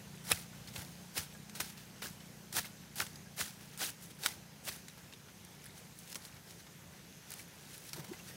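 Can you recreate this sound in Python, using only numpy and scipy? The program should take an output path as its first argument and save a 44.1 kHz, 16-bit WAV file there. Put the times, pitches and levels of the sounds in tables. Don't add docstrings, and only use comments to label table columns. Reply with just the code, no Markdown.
import sys
import numpy as np
from scipy import signal
from scipy.fft import rfft, irfft, next_fast_len
from scipy.io import wavfile
from scipy.ndimage import uniform_filter1d

SR = 44100
rng = np.random.default_rng(int(sys.argv[2]) if len(sys.argv) > 2 else 0)


def transcribe(u):
    v = np.clip(np.atleast_2d(u).T, -1, 1)
    q = np.round(v * 32767).astype(np.int16)
    wavfile.write(sys.argv[1], SR, q)


N = 368676


def gain_of(db):
    return 10 ** (np.asarray(db) / 20)


def evened(x):
    return x / np.sqrt(np.mean(x ** 2) + 1e-20)


def read(points, hz):
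    f, value = np.transpose(points)
    return np.interp(np.log(hz + 1), np.log(f + 1), value)


def add(mix, s, sound):
    part = mix[round(s * SR):][:len(sound)]
    part += sound[:len(part)]


def coloured(x, spectrum):
    size = next_fast_len(len(x))
    gain = gain_of(read(spectrum, np.fft.rfftfreq(size, 1 / SR)))
    return irfft(rfft(x, size) * gain, size)[:len(x)]


def wander(hz):
    knots = np.arange(0, N / SR + 1, 1 / hz)
    x = np.interp(np.arange(N) / SR, knots, rng.standard_normal(len(knots)))
    return evened(x - x.mean())


# (frequency [Hz], density [dB per Hz])
AIR_SPECTRUM = [(45, -20), (62, -5), (150, -1), (296, -10.5), (410, -10), (634, -14.5), (900, -14.5),
                (1180, -18.5), (1550, -16), (4480, -20), (5600, -19), (6400, -17), (7000, -21.5),
                (14800, -25.5), (16500, -36)]
# (time [s], level [dB])
AIR_SWELL = [(0, 4), (2, 3), (4, 2.5), (6, 2.5), (7, 2.5), (8.36, 4)]
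AIR_BASE_DB = -59


def air():
    frames, hz = N // 256 + 5, np.fft.rfftfreq(1024, 1 / SR)
    real, imaginary, patches = rng.standard_normal((frames, 513, 3)).T
    patches = uniform_filter1d(patches, size=14, axis=0)
    patches = evened(uniform_filter1d(patches, size=12, axis=1))
    level_db = read(AIR_SPECTRUM, hz)[:, None] + 1.3 * patches
    spectra = (real + 1j * imaginary) * gain_of(level_db)
    noise = signal.istft(spectra, nperseg=1024, noverlap=768)[1][:N]
    swell_db = np.interp(np.arange(N) / SR, *np.transpose(AIR_SWELL)) + 0.48 * wander(8.9)
    return gain_of(AIR_BASE_DB + swell_db) * evened(noise)


def chips(lo_hz, hi_hz, cycles, per_s, spread_db):
    out, draw = np.zeros(N), rng.random((2, N))
    at = np.flatnonzero(draw[0] < per_s / SR)
    kind = rng.integers(0, 16, N)
    for k, hz in enumerate(np.geomspace(lo_hz, hi_hz, num=16)):
        turns = np.arange(int(3 * cycles * SR / hz) + 2) * hz / SR
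        train, mine = np.zeros(N), at[kind[at] == k]
        train[mine] = gain_of(-spread_db * np.log(draw[1, mine] + .02))
        chip = turns * np.exp(-3 * turns / cycles) * np.sin(2 * np.pi * turns)
        out += signal.oaconvolve(train, chip / np.linalg.norm(chip))[:N]
    return evened(out)


def garden():
    return gain_of(-70 + 3.2 * wander(12)) * chips(1490, 12100, 3.7, 500, 4.2)


# (time [s], firing rate [per s], level [dB])
ENGINE = [(0, 29.2, -54), (.42, 28.9, -52.5), (.95, 29.5, -54), (3.1, 30.1, -56), (4.2, 29.3, -57.5),
          (4.9, 29.5, -59.5), (6.4, 28.8, -61), (7.5, 28.4, -61), (8.36, 28.5, -59)]
# (multiple of the firing rate [-], level [dB])
EXHAUST_ORDERS = [(1, -46), (2, -8.5), (3, -16), (4, -4), (5, 1.5), (6, 1.5), (7, -1), (8, -10.5), (9, -17)]
ENGINE_TRIM_DB = -1.6


def engine():
    s, hz, db = np.transpose(ENGINE)
    t = np.arange(N) / SR
    firing_hz = np.interp(t, s, hz) * (1 + 0.00603 * wander(11))
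    turns = np.cumsum(firing_hz) / SR
    orders = np.zeros(N)
    for k, order_db in EXHAUST_ORDERS:
        level = gain_of(order_db + 1.75 * wander(8))
        orders += level * np.cos(2 * np.pi * k * turns + 0.095 * k * wander(4.4))
    return gain_of(np.interp(t, s, db) + ENGINE_TRIM_DB) * evened(orders)


def crackle(per_s, spread_db, clump_db):
    draw = rng.random((3, N))
    size = gain_of(-spread_db * np.log(draw[0] + 0.0018)) * np.sign(draw[1] - .5)
    struck = draw[2] < per_s / SR
    return evened(size * struck * gain_of(clump_db * wander(320)))


ENTRY_S, STOP_DB_PER_S = 0.004, 700
SPILL_SAG_DB, SETTLE_S, CRUMBS_DB, CRUMBS_S, SILENT_DB = 6.5, 0.027, -64, 0.13, -98
CLODS_CUT_DB, CLODS_SPILL_DB = -3.5, -4
LEAVES_CUT_DB, LEAVES_STOP_DB, LEAVES_SPILL_DB = 5, -2.5, 0.5


def stroke(stop, force_db, cut, entry_db, hold, spill_db, spill, clods_db):
    drop = max(force_db - spill_db, 1) / STOP_DB_PER_S
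    s = np.cumsum([stop - cut - ENTRY_S, ENTRY_S, cut, hold, drop, spill, SETTLE_S, CRUMBS_S])
    grit = np.array([SILENT_DB, entry_db, force_db, force_db,
                     spill_db, spill_db - SPILL_SAG_DB, CRUMBS_DB, SILENT_DB])
    phase = np.array([0, 0, 1, 1, 2, 2, 2, 2])
    clods = clods_db + np.array([CLODS_CUT_DB, 0, CLODS_SPILL_DB])[phase]
    leaves = np.array([LEAVES_CUT_DB, LEAVES_STOP_DB, LEAVES_SPILL_DB])[phase]
    return s, grit, grit + clods, grit + leaves


RUSTLE_RANGE_DB = 20


def rustle(s, force_db, swell, fade, clods_db, leaves_db):
    grit = force_db - RUSTLE_RANGE_DB * np.array([1, 0, 1])
    return np.array([s - swell, s, s + fade]), grit, grit + clods_db, grit + leaves_db


# (stop time [s], force [dB],
# cut [s], force at entry [dB], hold [s], spill [dB], spill [s], clods against grit [dB], thud [dB])
STROKES = [(.319, -39, 0.079, -63.5, 0.0053, -51, 0.079, -3, -28.5),
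           (0.762, -54, 0.029, -63, 0.063, -61, 0.057, 1, -32.5),
           (1.177, -37.5, 0.045, -69, .006, -47, .04, -4.5, -33),
           (1.602, -38, 0.0037, -62, 0.005, -51.5, 0.071, -3.5, -44),
           (2.027, -47.5, 0.0068, -48.5, 0.031, -51, 0.028, -2.5, -47),
           (2.573, -37.5, 0.047, -52, 0.017, -50.5, 0.034, -6, -41),
           (3.009, -42.5, 0.048, -54.5, 0.0091, -52, 0.035, -2.5, -36),
           (3.409, -36, 0.044, -59.5, 0.003, -49, 0.07, -4.5, -37),
           (3.812, -40, 0.032, -60, .03, -42, 0.051, -6, -46),
           (4.26, -41.5, 0.073, -66.5, 0.0077, -48.5, 0.05, -2, -46),
           (4.681, -43.5, 0.044, -68, 0.0094, -51.5, 0.067, -4.5, -41)]
# (time of the top [s], force [dB], swell [s], fade [s],
# clods against grit [dB], leaves against grit [dB])
RUSTLES = [(.68, -53, .008, 0.061, -19, -17), (1.558, -50.5, .015, 0.09, -1.5, 0.5),
           (1.779, -56, 0.024, .12, -5, -20), (2.658, -49, .02, 0.035, -5, -15),
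           (3.62, -62, 0.097, 0.18, -1, -2), (3.74, -60, 0.051, 0.049, 0, -16),
           (4.04, -60, 0.06, 0.077, -24, 8.5), (4.11, -54, .02, 0.02, -21, -2),
           (4.899, -58, .02, 0.036, -15, -4), (4.98, -59, 0.016, .04, -4, -18),
           (5.134, -66, 0.015, 0.049, -3, -19), (5.66, -64, .08, 0.044, -15, 0),
           (5.78, -60, 0.044, 0.043, -15, 4), (6.0, -69, .1, 0.098, -10, 11),
           (6.12, -57, 0.14, 0.026, -9, 1), (6.158, -60, 0.01, 0.032, 8, 14),
           (6.254, -60, 0.065, 0.063, -8, 5), (6.5, -60, 0.067, 0.08, -10, 0),
           (6.595, -56.5, .01, 0.051, -16, -4), (7.323, -54.5, 0.06, 0.089, -5, -4),
           (7.397, -57, 0.073, 0.07, -25, 4.5), (7.61, -63, .02, .04, -6, -8),
           (7.743, -56, 0.21, .08, -16, 1), (7.892, -58, 0.2, 0.046, -23, 5),
           (7.939, -47.5, 0.018, 0.032, -24, -5), (7.962, -58.5, 0.0072, 0.059, 9, -12),
           (7.995, -57, 0.037, .04, 7.5, -18), (8.05, -63, 0.047, .04, 9.5, -13),
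           (8.09, -62, 0.036, .04, 4, -18), (8.135, -61, .03, 0.045, 9, -21),
           (8.195, -57, 0.055, 0.029, -7, -23), (8.29, -54.5, .08, 0.067, -15, 1)]
# (frequency [Hz], level [dB])
GRIT = [(700, -41), (1200, 1), (1600, 1), (2500, 0.5), (4000, 4.5), (5500, 2), (8000, -5), (12000, -5)]
# (frequency [Hz], level [dB])
CLODS = [(120, -18), (300, -5), (500, -7), (850, 6), (1200, -13), (1800, -5.5), (3000, -10)]
# (frequency [Hz], level [dB])
LEAVES = [(3000, -11), (5000, -1), (7000, 0), (10000, 4), (13000, -4.5), (16000, 0)]


def crunch():
    t, levels = np.arange(N) / SR, np.zeros((3, N))
    gestures = [stroke(*row[:-1]) for row in STROKES] + [rustle(*row) for row in RUSTLES]
    for s, *dbs in gestures:
        a, b = round(s[0] * SR), min(round(s[-1] * SR), N)
        for k, db in enumerate(dbs):
            level = gain_of(np.interp(t[a:b], s, db))
            levels[k, a:b] = np.hypot(levels[k, a:b], level)
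    shared = crackle(7000, 2.6, 2.0)
    tearing = shared + 1.7 * crackle(8500, 1.5, 3.8)
    grit = evened(coloured(shared, GRIT)) + 0.83 * chips(1377, 6420, 7.5, 2500, 4.7)
    clods = evened(coloured(shared, CLODS)) + 0.79 * chips(289, 1370, 1.0, 900, 0.93)
    leaves = evened(coloured(tearing, LEAVES)) + 0.48 * chips(5780, 13800, 13.0, 3000, 7.2)
    return sum(level * evened(x) for level, x in zip(levels, (grit, clods, leaves)))


# (time [s], peak [dB], pitch [Hz], crack against ring before a lift [dB])
SNAPS = [(0.3014, -27, 9550, -3), (0.3141, -19, 1440, 13), (0.3177, -10.5, 10060, -15),
         (.3246, -24, 2620, -15), (0.372, -39, 2060, -6), (.529, -49, 1454, -18), (0.6733, -41, 4400, -8),
         (.688, -42, 5150, -8), (.7389, -39, 3900, 2), (.7608, -31, 2500, 7), (1.348, -44.5, 1640, -12),
         (1.496, -39.5, 3900, 7), (1.552, -36.5, 4260, -3), (2.021, -33.5, 1370, 2),
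         (2.0574, -36.5, 1640, -17), (2.203, -46, 3040, -2), (2.528, -32, 10800, 1),
         (2.5842, -28, 1704, -6), (2.6442, -37.5, 2130, -13), (2.9574, -32, 12800, -3),
         (3.02, -31, 1530, -1), (3.0658, -36, 3560, 2), (3.157, -39.5, 4880, -6), (3.26, -50, 1640, -19),
         (3.3782, -39, 2040, 10), (3.7758, -33.5, 8660, -1), (3.8155, -35, 1470, -6),
         (3.838, -38, 3160, -13), (4.235, -27, 4400, -2), (4.651, -38, 10500, 0), (4.6764, -34.5, 1480, 1),
         (4.692, -29, 4560, -10), (4.883, -35.5, 3980, 12), (5.125, -41.5, 2700, -4),
         (5.135, -41, 3660, -9), (5.2834, -46.5, 1480, 4), (5.449, -41, 8920, -4),
         (5.6416, -40.5, 10150, -2), (5.989, -38, 11200, -3), (6.075, -41, 8000, 8), (6.1183, -39, 6940, 4),
         (6.1272, -35, 5200, -1), (6.1462, -32, 7500, 6), (6.1554, -31, 3080, 17), (6.251, -37.5, 4140, 6),
         (6.365, -45.5, 2220, 6), (6.508, -42, 5500, 6), (6.666, -47, 2230, 6), (7.305, -33, 12600, -1.5),
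         (7.318, -34, 8900, 1), (7.3383, -33, 8200, 0), (7.394, -43, 2300, -18), (7.7794, -37, 10970, -7),
         (7.892, -39, 5200, -6), (7.932, -28, 4600, -2.5), (8.133, -45, 2030, -12), (8.197, -43, 2760, -13),
         (8.306, -47, 1830, -20)]
SNAP_T60_S, SNAP_PIECE_HZ, SNAP_SIZE_LAW = 0.037, 2500, 0.76
SNAP_DB_SHORTENS, CRACK_LIFT_DB = 0.04, 3


def snaps():
    out, t = np.zeros(N), np.arange(4000) / SR
    noises = rng.standard_normal((len(SNAPS), 2, len(t)))
    for (s, db, hz, crack_db), noise in zip(SNAPS, noises):
        t60 = SNAP_T60_S * (SNAP_PIECE_HZ / hz) ** SNAP_SIZE_LAW
        t60 *= np.exp(-SNAP_DB_SHORTENS * (db + 36))
        dying = gain_of(-60 * t / max(t60, .002)) * np.minimum(t / (.02 * t60), 1)
        rough = 1 + 0.68 * evened(uniform_filter1d(noise[0], size=40))
        band = [0.24 * hz, min(2.34 * hz, 18000)]
        crack = signal.sosfilt(signal.butter(2, band, "band", fs=SR, output="sos"), noise[1])
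        ring = rough * np.sin(2 * np.pi * hz * t)
        snap = (ring + gain_of(crack_db + CRACK_LIFT_DB) * evened(crack)) * dying
        add(out, s, gain_of(db) * snap / abs(snap).max())
    return out


# (frequency [Hz], level before brightness tilt [dB], free ring t60 [s])
BLADE = [(1480, 2.5, 0.031), (1874, 10.5, 0.013), (2470, 11.5, 0.016), (3160, 1.5, 0.013),
         (3746, 15, 0.017), (5200, 11, 0.029), (6450, -8, 0.013), (8140, 15, 0.013), (8000, -1, 0.053),
         (9550, 9, 0.017), (10500, 3, .02), (12100, -13, .02)]


def blade(tilt_db, ring):
    t = np.arange(3000) / SR
    answer = np.zeros(len(t))
    for hz, db, t60 in BLADE:
        mode_db = db + tilt_db * np.log2(hz / 3000) - 60 * t / (t60 * max(ring, .1))
        answer += gain_of(mode_db) * np.sin(2 * np.pi * hz * t)
    return answer


# (time [s], peak before the bass cut [dB], brightness [dB per octave], contact [ms])
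KNOCKS = [(0.3183, -9.5, -1.5, 1.1), (1.179, -17, 18, 0.13), (1.6037, -23, -4, 1.2), (2.567, -17, 6, 0.79),
          (3.001, -19.5, 12, 1.3), (3.0044, -17, -12, 0.74), (3.4133, -19, -17, 0.41),
          (4.2613, -9, -0.9, 1.8)]
BURIED_RING, RING_PER_MS = 0.21, .2


def knocks():
    out, t = np.zeros(N), np.arange(400) / SR
    noises = rng.standard_normal((len(KNOCKS), len(t)))
    for (s, db, tilt_db, ms), noise in zip(KNOCKS, noises):
        contact = noise * (t / ms) * np.exp(-2000 * t / ms)
        contact /= abs(contact).max()
        taps = np.eye(1, len(t))[0] + 0.17 * contact
        steel = np.convolve(taps, blade(tilt_db, BURIED_RING + RING_PER_MS * ms))
        blow = steel / abs(steel).max()
        add(blow, 0, gain_of(2.5 * tilt_db - 5) * contact)
        add(out, s, gain_of(db) * blow / abs(blow).max())
    return signal.sosfilt(signal.butter(3, 1150, "high", fs=SR, output="sos"), out)


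def thump(db, hz, t60, rise_ms):
    t = np.arange(9000) / SR
    rise = 1 - np.exp(-(1000 * t / rise_ms) ** 2)
    return gain_of(db - 60 * t / t60) * rise * np.sin(2 * np.pi * hz * t)


def plop(s, db, swell, fade, first_hz, last_hz):
    t = np.arange(-swell, fade, 1 / SR)
    hz = np.geomspace(first_hz, last_hz, len(t))
    bell_db = -30 * np.abs(t / np.where(t < 0, swell, fade)) ** 1.5
    return s - swell, gain_of(db + bell_db) * np.sin(2 * np.pi * np.cumsum(hz) / SR)


# (loudest time [s], peak [dB], swell [s], fade [s], first pitch [Hz], last pitch [Hz])
DROPS = [(7.985, -44, .012, .015, 400, 300), (8.003, -44, 0.0368, 0.054, 189, 105),
         (8.1, -44.5, .02, 0.021, 169, 260), (8.119, -36, .012, 0.012, 316, 390)]
THUD_HZ, THUD_T60_S, THUD_RISE_MS = 89.6, 0.059, 4.3
THUD_LAG_S, THUD_LAG_PER_HOLD = 0.0024, 0.18


def thuds():
    out = np.zeros(N)
    for stop, _, _, _, hold, *_, thud_db in STROKES:
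        lag = THUD_LAG_S + THUD_LAG_PER_HOLD * hold
        add(out, stop + lag, thump(thud_db, THUD_HZ, THUD_T60_S, THUD_RISE_MS))
    for row in DROPS:
        add(out, *plop(*row))
    return out


def scene():
    background = air() + garden() + engine()
    work = crunch() + snaps() + knocks() + thuds()
    return (background + work)[None]


EDGE_HZ = 15850


def record(dry):
    low_cut = signal.sosfilt(signal.butter(4, 60, "high", fs=SR, output="sos"), dry)
    low_pass = signal.firwin(511, EDGE_HZ, window=("kaiser", 9), fs=SR)
    return signal.oaconvolve(low_cut, low_pass[None], "same")


dry = scene()
out = record(dry)
transcribe(out)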